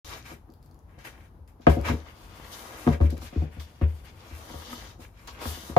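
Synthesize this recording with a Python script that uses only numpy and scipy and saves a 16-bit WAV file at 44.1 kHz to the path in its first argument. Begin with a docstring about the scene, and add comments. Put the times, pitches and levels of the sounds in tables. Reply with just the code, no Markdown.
"""A heavy wooden slab is carried in, dropped on a workbench, rocked and slid about in a small wooden shed.
Each blow rings the modes of the bench and slab, with a deep boom a moment later, a crack and a clatter.
Scuffs and drags are grainy noise coloured by the same wood; ticks are tiny noise bursts, and a groan is
a wavering tone. A low rumble and faint hiss fill the shed.
A close pair of microphones hears it all a little louder on the left."""
import sys
import numpy as np
from scipy import signal
from scipy.fft import rfft, irfft, next_fast_len
from scipy.io import wavfile
from scipy.ndimage import uniform_filter1d

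SR = 44100
rng = np.random.default_rng(int(sys.argv[2]) if len(sys.argv) > 2 else 0)


def transcribe(u):
    """Save the signal u as a 16-bit wav file named by the first command-line argument.

    u: samples, shape (n,) or (channels, n), limited to [-1, 1]; the rate is SR.
    q: integer samples, one column per channel.
    """
    v = np.clip(np.atleast_2d(u).T, -1, 1)
    q = np.round(v * 32767).astype(np.int16)
    wavfile.write(sys.argv[1], SR, q)


def rack_gain(trim_db):
    """Turn a fader trim in dB into the linear factor to multiply a signal by."""
    fader = np.asarray(trim_db, float)
    return 10 ** (fader / 20)


N = 255055  # length in samples
HZ = np.maximum(np.arange(N // 2 + 1) * SR / N, 1)  # frequency of every bin


def over_hz(table):
    """Read a (frequency, value) table at every bin, in straight lines over log frequency."""
    hz, value = np.transpose(table)
    return np.interp(np.log(HZ), np.log(hz), value)


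def colour(x, gain):
    """Weight every frequency bin by its gain."""
    return irfft(rfft(x) * gain, N)


def unit(x):
    """Scale to rms 1."""
    return x / np.sqrt(np.mean(x ** 2))


def add(out, s, x):
    """Mix x into out from time s."""
    i = int(s * SR)
    out[..., i:i + x.shape[-1]] += x[..., :N - i]


def walk(rate):
    """Random levels with rms 1, held 1 / rate seconds and smoothed twice."""
    hold = int(SR / rate)
    steps = np.repeat(rng.standard_normal(N // hold + 1), hold)
    smooth = uniform_filter1d(uniform_filter1d(steps, hold), hold)
    return unit(smooth[:N])


def rise_and_fall(t, s, hold, rise, fall):
    """Level in dB: climbs 20 dB per rise time up to s, holds, sinks 20 dB per fall time."""
    before = np.maximum(s - t, 0)
    after = np.maximum(t - s - hold, 0)
    return -20 * (before / rise + after / fall)


# likeness of the two microphones: (frequency [Hz], share alike [0-1])
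MICROPHONES_ALIKE = [(60, 1), (250, 0.89), (600, 0.65), (1200, 0), (2500, 0.09), (8000, 0)]


def pair(x, other):
    """Two microphones: alike in the bass, hardly related in the treble."""
    alike = np.clip(over_hz(MICROPHONES_ALIKE), 0, 1)
    mid = colour(x, np.sqrt((1 + alike) / 2))
    side = colour(other, np.sqrt((1 - alike) / 2))
    return np.array([mid + side, mid - side])


def grit(spectrum, spiky_db, flicker_db, rate):
    """Dense grains of uneven size under a flickering pressure, coloured, for both microphones."""
    size = rack_gain(spiky_db * rng.exponential(size=N) + flicker_db * walk(rate))
    grains = pair(size * rng.standard_normal(N), size * rng.standard_normal(N))
    return unit(colour(grains, rack_gain(over_hz(spectrum))))


# colour of the low rumble and faint hiss: (frequency [Hz], relative level per Hz [dB])
SHED_COLOUR = [(12, -58), (20, -19), (49, 3), (86, -0.5), (168, -12.5), (285, -16.5), (347, -19),
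               (590, -23.5), (923, -21.5), (1530, -34), (2320, -44), (6540, -50), (7730, -58),
               (11400, -45.5), (16000, -58)]


def shed_noise(level_db=-50):
    """The low rumble and faint hiss that fill the shed: gently flickering coloured noise."""
    return rack_gain(level_db) * grit(SHED_COLOUR, 0.3, 1.2, 12)


# short scuffs of shoes, sleeves and slab edge:
# (time [s], hold [s], grit level [dB], woodiness over grit [dB], dustiness over grit [dB])
SCUFF_EVENTS = [(0.033, 0.096, -49, -1.5, -6), (0.116, 0.064, -52, 4.5, -4.5), (0.26, 0.054, -55, 6, -1),
                (0.627, 0.035, -77, -0.5, 2), (0.895, 0.059, -83.5, 16, 3), (0.99, .03, -62, 1.5, -7),
                (1.051, 0.022, -51, 4.5, -2), (1.135, 0.12, -71, 8, -2), (1.479, 0.0017, -76.5, 11, 9.5),
                (1.618, 0.021, -61.5, -1.5, -15), (1.673, 0.0017, -52, 21.5, -10),
                (1.696, 0.014, -45.5, 0, -1.5), (1.856, 0.042, -42.5, 7, -6.5),
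                (2.059, 0.019, -64, 11.5, -15), (2.445, .006, -60, 9.5, -4), (2.522, 0.023, -49.5, -7.5, 1),
                (2.927, .006, -53.5, 11, -6), (3.02, 0.043, -57.5, 6.5, -4),
                (3.101, 0.0025, -51.5, 1.5, -10.5), (3.168, 0.0038, -57, 5, -12), (3.22, 0.048, -52, 1, -3),
                (3.332, 0.11, -60.5, 7, -7.5), (3.525, 0.06, -66, 6.5, -1.5), (3.599, .004, -50.5, 1, -1.5),
                (3.674, 0.12, -65.5, 2, -5), (3.818, 0.012, -60.5, 12.5, -6),
                (3.888, 0.12, -67.5, 5.5, 0.5), (4.05, 0.047, -58.5, 1.5, -5.5),
                (4.705, 0.024, -46, -7, -8), (5.006, 0.035, -59, 3, 0.5), (5.195, 0.21, -65.5, 7, -0.5),
                (5.276, 0.0057, -46, -2, -10.5), (5.769, 0.022, -47.5, -3, -6)]


def scuffs(t, rise_s=0.0042, rise_per_hold=0.49, fall_s=0.075, grumble_db=-2):
    """Short rubs swell, hold and fade: summed powers of grit, dust, rasp and grumble over time."""
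    power = np.zeros((4, len(t)))
    for s, hold, db, wood_db, dust_db in SCUFF_EVENTS:
        # longer scuffs also rise more slowly
        db = db + rise_and_fall(t, s, hold, rise_s + rise_per_hold * hold, fall_s)
        rasp_db = db + wood_db
        power += rack_gain([db, db + dust_db, rasp_db, rasp_db + grumble_db]) ** 2
    return power


def scatter(x, drift_hz=2.5, decay_s=0.009, level_db=-4):
    """Early echoes off bench top and planks comb the sound into bands that shift as the contact moves."""
    echoes = rng.standard_normal((2, 2, 2048)) * np.exp(-np.arange(2048) / SR / decay_s)
    echoes = rack_gain(level_db) * echoes / np.sqrt(np.sum(echoes ** 2, axis=2, keepdims=True))
    # a wandering angle blends one cluster of echoes into the other
    turn = 2 * walk(drift_hz)
    moving = np.zeros((2, N))
    for share, cluster in zip((np.cos(turn), np.sin(turn)), echoes):
        moving += signal.fftconvolve(share * x, cluster, axes=1)[:, :N]
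    return (x + moving) / np.hypot(1, rack_gain(level_db))


# colours of the four rubbing sounds, each: (frequency [Hz], relative level per Hz [dB])
SAND_COLOUR = [(1710, -57), (2900, -4), (3440, -3), (3800, -3.5), (5020, -5.5), (6470, -7.5), (7500, -14),
               (9750, -57), (16500, -120)]
DUST_COLOUR = [(4290, -9), (7300, -3), (8470, -3.5), (12500, -0.5), (13700, -8), (15100, -2), (15800, -37)]
RASP_COLOUR = [(760, -16), (1300, -8), (1360, -3), (1600, -2.5), (1800, -4), (2280, -2), (2560, -7),
               (3100, -3.5), (4030, -16), (6820, -120)]
GRUMBLE_COLOUR = [(120, -60), (200, -6), (237, -6.5), (275, -8.5), (329, -3.5), (371, -11.5), (498, -7.5),
                  (591, -7), (724, -10), (773, -3.5), (1010, -8.5), (1180, -6), (1400, -11.5), (1820, -30),
                  (3080, -120)]


def slide(ring_db=3, blur=1.43):
    """Wood on wood and shoes on the floor: grit, dust, and a rasp and grumble that wake the wood's modes."""
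    t = np.arange(0, N, 32) / SR
    power = scuffs(t) + drags(t)
    gains = [np.interp(np.arange(N) / SR, t, np.sqrt(p)) for p in power]
    sandy, dusty, raspy, grumbly = gains
    # each mode is a peak in the wood's response; quickly dying modes are wider
    peaks = 0
    for hz, _, t60, _, _ in WOOD_MODES:
        width = blur * np.log(1000) / np.pi / t60
        peaks = peaks + 1 / (1 + (2 * (HZ - hz) / width) ** 2)
    wood = 1 + rack_gain(ring_db) * peaks
    surface = sandy * grit(SAND_COLOUR, 2.6, 1.4, 40) + dusty * grit(DUST_COLOUR, 1.8, 1.67, 40)
    rasp = unit(colour(grit(RASP_COLOUR, 3.08, 2.1, 30), wood))
    grumble = unit(colour(grit(GRUMBLE_COLOUR, 2.86, 1.28, 18), wood))
    return scatter(surface + raspy * rasp) + grumbly * grumble


# ringing modes of bench and slab: (frequency [Hz], relative level [dB], time to die by 60 dB
# before muffling [s], swell time [cycles], phase by which the left microphone leads [radians])
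WOOD_MODES = [(64.6, -1.5, 0.22, 0.18, -0.2), (77.5, 7, 0.4, 1.03, 0.17), (102.5, 3, 0.12, 1.35, 0),
              (152.8, -2.5, 0.18, 0.96, 0.2), (244.8, 3, 0.086, 1.8, 0.18), (321, -6.5, 0.12, 0.36, 0.2),
              (420, -2.5, 0.032, 0.77, 1.2), (502.4, 4, 0.063, 2.7, 0), (566.2, -4.5, 0.35, 0.84, -2.8),
              (649, 3.5, 0.091, 1.6, 3.2), (717.3, -3, 0.071, 0.39, 0.6), (955, -1.5, 0.036, 0.25, 1.5),
              (1113.5, -2, 0.033, 1.8, -0.76), (1247, -4.5, 0.057, 0.37, 2), (1429, -11, 0.053, 0.58, -3),
              (1629, -4.5, 0.02, 1.4, 1), (1907, 3, 0.011, 2.1, -3.5), (2124, -26, 0.088, 1.6, -7),
              (2330, -32.5, 0.066, 1.6, -0.8), (2550, -32, 0.0097, 0.84, 10), (2692, -33, 0.072, 1.8, -1.6)]
# borders between five families of modes, boom, thud, body, knock and crack: (frequency [Hz])
FAMILY_BORDERS = [120, 190, 380, 850]
# blows: (time [s], body level [dB], boom level [dB], knock level [dB], crack level [dB])
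BLOW_EVENTS = [(0.316, -36.5, -50, -49, -44), (0.492, -46, -65, -59, -59), (0.98, -52, -58, -53.5, -64),
               (1.388, -53, -47, -75, -72), (1.599, -47, -57, -53.5, -60), (1.67, -9, -23, -13.5, -13.5),
               (1.683, -26.5, -25, -28, -26), (1.701, -25.5, -29, -30, -35), (1.769, -20, -26, -28.5, -54),
               (1.8, -39, -32, -53, -62), (1.849, -55, -39, -52, -41), (1.888, -35, -29, -40, -25),
               (1.897, -22.5, -29.5, -32, -47), (1.917, -25, -29.5, -36, -47), (1.939, -26, -51, -58, -62),
               (2.868, -15, -26, -33.5, -30), (2.876, -14, -32.5, -22.5, -23.5),
               (2.889, -22.5, -20.5, -31, -38), (3.005, -25.5, -19, -30.5, -39),
               (3.014, -25.5, -27, -36, -32.5), (3.045, -25, -34.5, -52, -52), (3.125, -28, -42, -43, -51),
               (3.181, -42, -37.5, -59, -65), (3.227, -42, -39.5, -62, -58), (3.328, -36, -62, -47, -61),
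               (3.362, -27, -27.5, -51, -63), (3.422, -25.5, -34.5, -41.5, -56),
               (3.569, -39.5, -36.5, -54, -66), (3.815, -22, -20, -37, -38), (4.31, -47.5, -38, -61, -59),
               (4.501, -37.5, -57, -49, -44), (4.541, -38.5, -39.5, -44.5, -41),
               (4.731, -39.5, -52, -57, -34.5), (4.993, -44.5, -62, -55, -66),
               (5.284, -56, -56, -60, -38.5), (5.41, -41, -51, -49, -48), (5.456, -30.5, -35, -47, -32.5),
               (5.573, -40, -61, -54, -44), (5.697, -32.5, -39, -51, -46),
               (5.767, -20.5, -12.5, -12, -15.5)]


def blows(scatter_db=2.3, detune=0.0052, crack_s=0.003, rattle_db=-12, rattle_s=0.019,
          splinter_db=-3, clatter_db=-2, clatter_s=0.033):
    """Each blow makes the modes swell, then die; contact adds a splintery crack, a rattle and a clatter."""
    bite_s = 0.0022  # contact begins this long before a blow is heard to bite
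    boom_late_s = 0.003
    thud_body, thud_db = 0.8, 1  # the thud lies between boom and body: share of body, added dB
    choke_s, choke_t60_s = 0.058, 1  # the slab settles this late and muffles the ringing
    out = np.zeros((2, N))
    t = np.arange(SR // 2) / SR
    hz, db, t60, swell, lead = np.transpose(WOOD_MODES)[:, :, None]
    family = np.searchsorted(FAMILY_BORDERS, hz)
    # the frame and floor take up the boom a little after the top rings
    age = np.maximum(t - boom_late_s * (family == 0), 0)
    growth = 1 - np.exp(-age * hz / swell)
    decay = np.exp(-np.log(1000) * (age / t60 + np.maximum(age - choke_s, 0) / choke_t60_s))
    sign = (-1.) ** np.arange(len(hz))[:, None]
    chance = rng.standard_normal((len(BLOW_EVENTS), 2, len(hz), 1))
    # the crack dies at once, the rattle lingers
    short = t[:5000]
    fade = np.exp(-short / crack_s) + rack_gain(rattle_db) * np.exp(-short / rattle_s)
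    splinters = rng.standard_normal((len(BLOW_EVENTS), 2, 5000)) * fade
    soft = signal.butter(2, [750, 2700], "bandpass", fs=SR, output="sos")
    # countless weak modes of loose boards blur into a dull clatter
    boards = signal.butter(3, [170, 480], "bandpass", fs=SR, output="sos")
    loose = np.exp(-short / clatter_s) / fade
    for event, (level_chance, pitch_chance), noise in zip(BLOW_EVENTS, chance, splinters):
        s, body_db, boom_db, knock_db, crack_db = event
        start = s - bite_s
        thud_db_now = boom_db + thud_body * (body_db - boom_db) + thud_db
        reach_db = np.array([boom_db, thud_db_now, body_db, knock_db, crack_db])[family]
        level = sign * rack_gain(db + reach_db + scatter_db * level_chance)
        wave = np.exp(2j * np.pi * hz * (1 + detune * pitch_chance) * age)
        ring = level * growth * decay * wave
        left, right = (np.sum(ring * np.exp(side * 0.5j * lead), axis=0).imag for side in (1, -1))
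        add(out, start, np.array([left, right]))
        add(out, start, rack_gain(crack_db + splinter_db) * signal.sosfilt(soft, noise))
        # the clatter is much the same at both microphones
        clatter = signal.sosfilt(boards, loose * (noise + 2 * noise[0]))
        add(out, start, rack_gain(body_db + clatter_db) * clatter)
    return out


# small dry ticks: (time [s], level [dB])
TICK_EVENTS = [(0.5025, -57), (0.522, -55), (0.5385, -50), (0.6282, -52), (0.661, -55), (0.7125, -56),
               (0.7445, -54.5), (0.791, -56), (0.9896, -54), (1.477, -56.5), (1.6107, -59), (1.813, -41),
               (3.012, -48), (3.105, -37), (3.155, -56), (3.179, -39.5), (4.0567, -50), (5.2745, -36.5)]
# broad rings of a tick: (frequency [Hz], width [Hz], level [dB])
TICK_RINGS = [(4680, 1000, 9), (6850, 1500, -3), (11500, 5000, 1.5)]


def ticks(decay_s=0.0008):
    """Crumbs and fibres snapping: about a millisecond of noise in three broad rings."""
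    out = np.zeros(N)
    fade = np.exp(-np.arange(600) / SR / decay_s)
    bursts = rng.standard_normal((len(TICK_EVENTS), 600)) * fade
    for (s, db), noise in zip(TICK_EVENTS, bursts):
        add(out, s, rack_gain(db) * noise)
    rings = sum(rack_gain(db) / (1 + (2 * (HZ - hz) / width) ** 2) for hz, width, db in TICK_RINGS)
    return colour(out, rings)


# the slab dragged over the bench, one list of points per drag:
# (time [s], grit level [dB], woodiness over grit [dB], dustiness over grit [dB])
DRAG_PATHS = [
    [(1.74, -70, 3, -8), (1.8, -58, 4, -11), (2.1, -64, 2.5, -2.5), (2.45, -58.5, 4.5, -2),
     (2.55, -54, 1.5, 2), (2.86, -53, 3, -0.5), (2.93, -55.5, 10.5, -4), (3, -83, 0, -7)],
    [(4.12, -70, 3.5, -1), (4.21, -60.5, 1, -3.5), (4.5, -51, -3.5, -5.5), (4.8, -50, -1.5, -6),
     (4.91, -55, -4.5, -8), (4.98, -74, 4, -10)],
    [(5.3, -80, -8, -15), (5.38, -63, 6, -10), (5.42, -45.5, 2.5, -3), (5.47, -42, -5.5, -1.5),
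     (5.63, -49, -6, -2), (5.71, -52, -0.5, 0.5), (5.76, -60, 0.5, 1)],
]


def drags(t, edge_s=0.075, grumble_db=3.5):
    """Long rubs follow their points: summed powers of grit, dust, rasp and grumble over time."""
    power = np.zeros((4, len(t)))
    for path in DRAG_PATHS:
        s, *columns = np.transpose(path)
        db, wood_db, dust_db = (np.interp(t, s, column) for column in columns)
        db = db + rise_and_fall(t, s[0], s[-1] - s[0], edge_s, edge_s)
        rasp_db = db + wood_db
        power += rack_gain([db, db + dust_db, rasp_db, rasp_db + grumble_db]) ** 2
    return power


def groan(waver_db=0.5, waver=0.0061):
    """Stick and slip of the dragged slab lock briefly near one mode: a tone wavering in pitch and level."""
    peak_s, hz, peak_db = 4.735, 241, -39
    rise_s, fall_s = 0.063, 0.044  # times to change by 20 dB
    shape_db = rise_and_fall(np.arange(N) / SR, peak_s, 0, rise_s, fall_s)
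    db = peak_db + shape_db + waver_db * walk(60.9)
    phase = 2 * np.pi * np.cumsum(hz * (1 + waver * walk(22))) / SR
    return rack_gain(db) * np.sin(phase)


def room(x, t60_s=0.28, tail_db=-2):
    """Direct sound plus a short noise-like tail off the plank walls, thinned in the bass."""
    t = np.arange(N) / SR
    fade = np.exp(-np.log(1000) * t / t60_s) * (1 - np.exp(-t / 0.0011))
    tail = pair(fade * rng.standard_normal(N), fade * rng.standard_normal(N))
    tail = colour(tail / np.sqrt(np.sum(fade ** 2)), 1 / (1 + (330 / HZ) ** 2))
    size = next_fast_len(N + SR)
    echo = irfft(rfft(np.mean(x, axis=0), size) * rfft(tail[:, :SR], size), size)[:, :N]
    return x + rack_gain(tail_db) * echo


# balance of the microphones: (frequency [Hz], left over right [dB])
LEFT_LEAN = [(100, 3), (2000, 4), (4000, 2.5), (8000, 4), (14000, 8.5)]


def lean_left(x):
    """Raise the left microphone and lower the right, each by half the difference."""
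    half_db = over_hz(LEFT_LEAN) / 2
    return colour(x, rack_gain(np.array([half_db, -half_db])))


def scene():
    """All sources together, leaning to the left microphone."""
    in_room = room(blows() + ticks() + groan())
    return lean_left(in_room + slide() + shed_noise())


def low_pass(x):
    """Removes everything above the highest recorded frequency."""
    return signal.sosfilt(signal.butter(12, 16280, fs=SR, output="sos"), x)


def record(dry):
    """The microphones lose the deepest bass; the sound opens a moment after the start."""
    start_s, opening_s = 0.046, 0.00039
    thin = signal.sosfilt(signal.butter(2, 38, "highpass", fs=SR, output="sos"), dry)
    opening = np.clip((np.arange(N) / SR - start_s) / opening_s, 0, 1)
    return low_pass(thin * opening)


dry = scene()
out = record(dry)
transcribe(out)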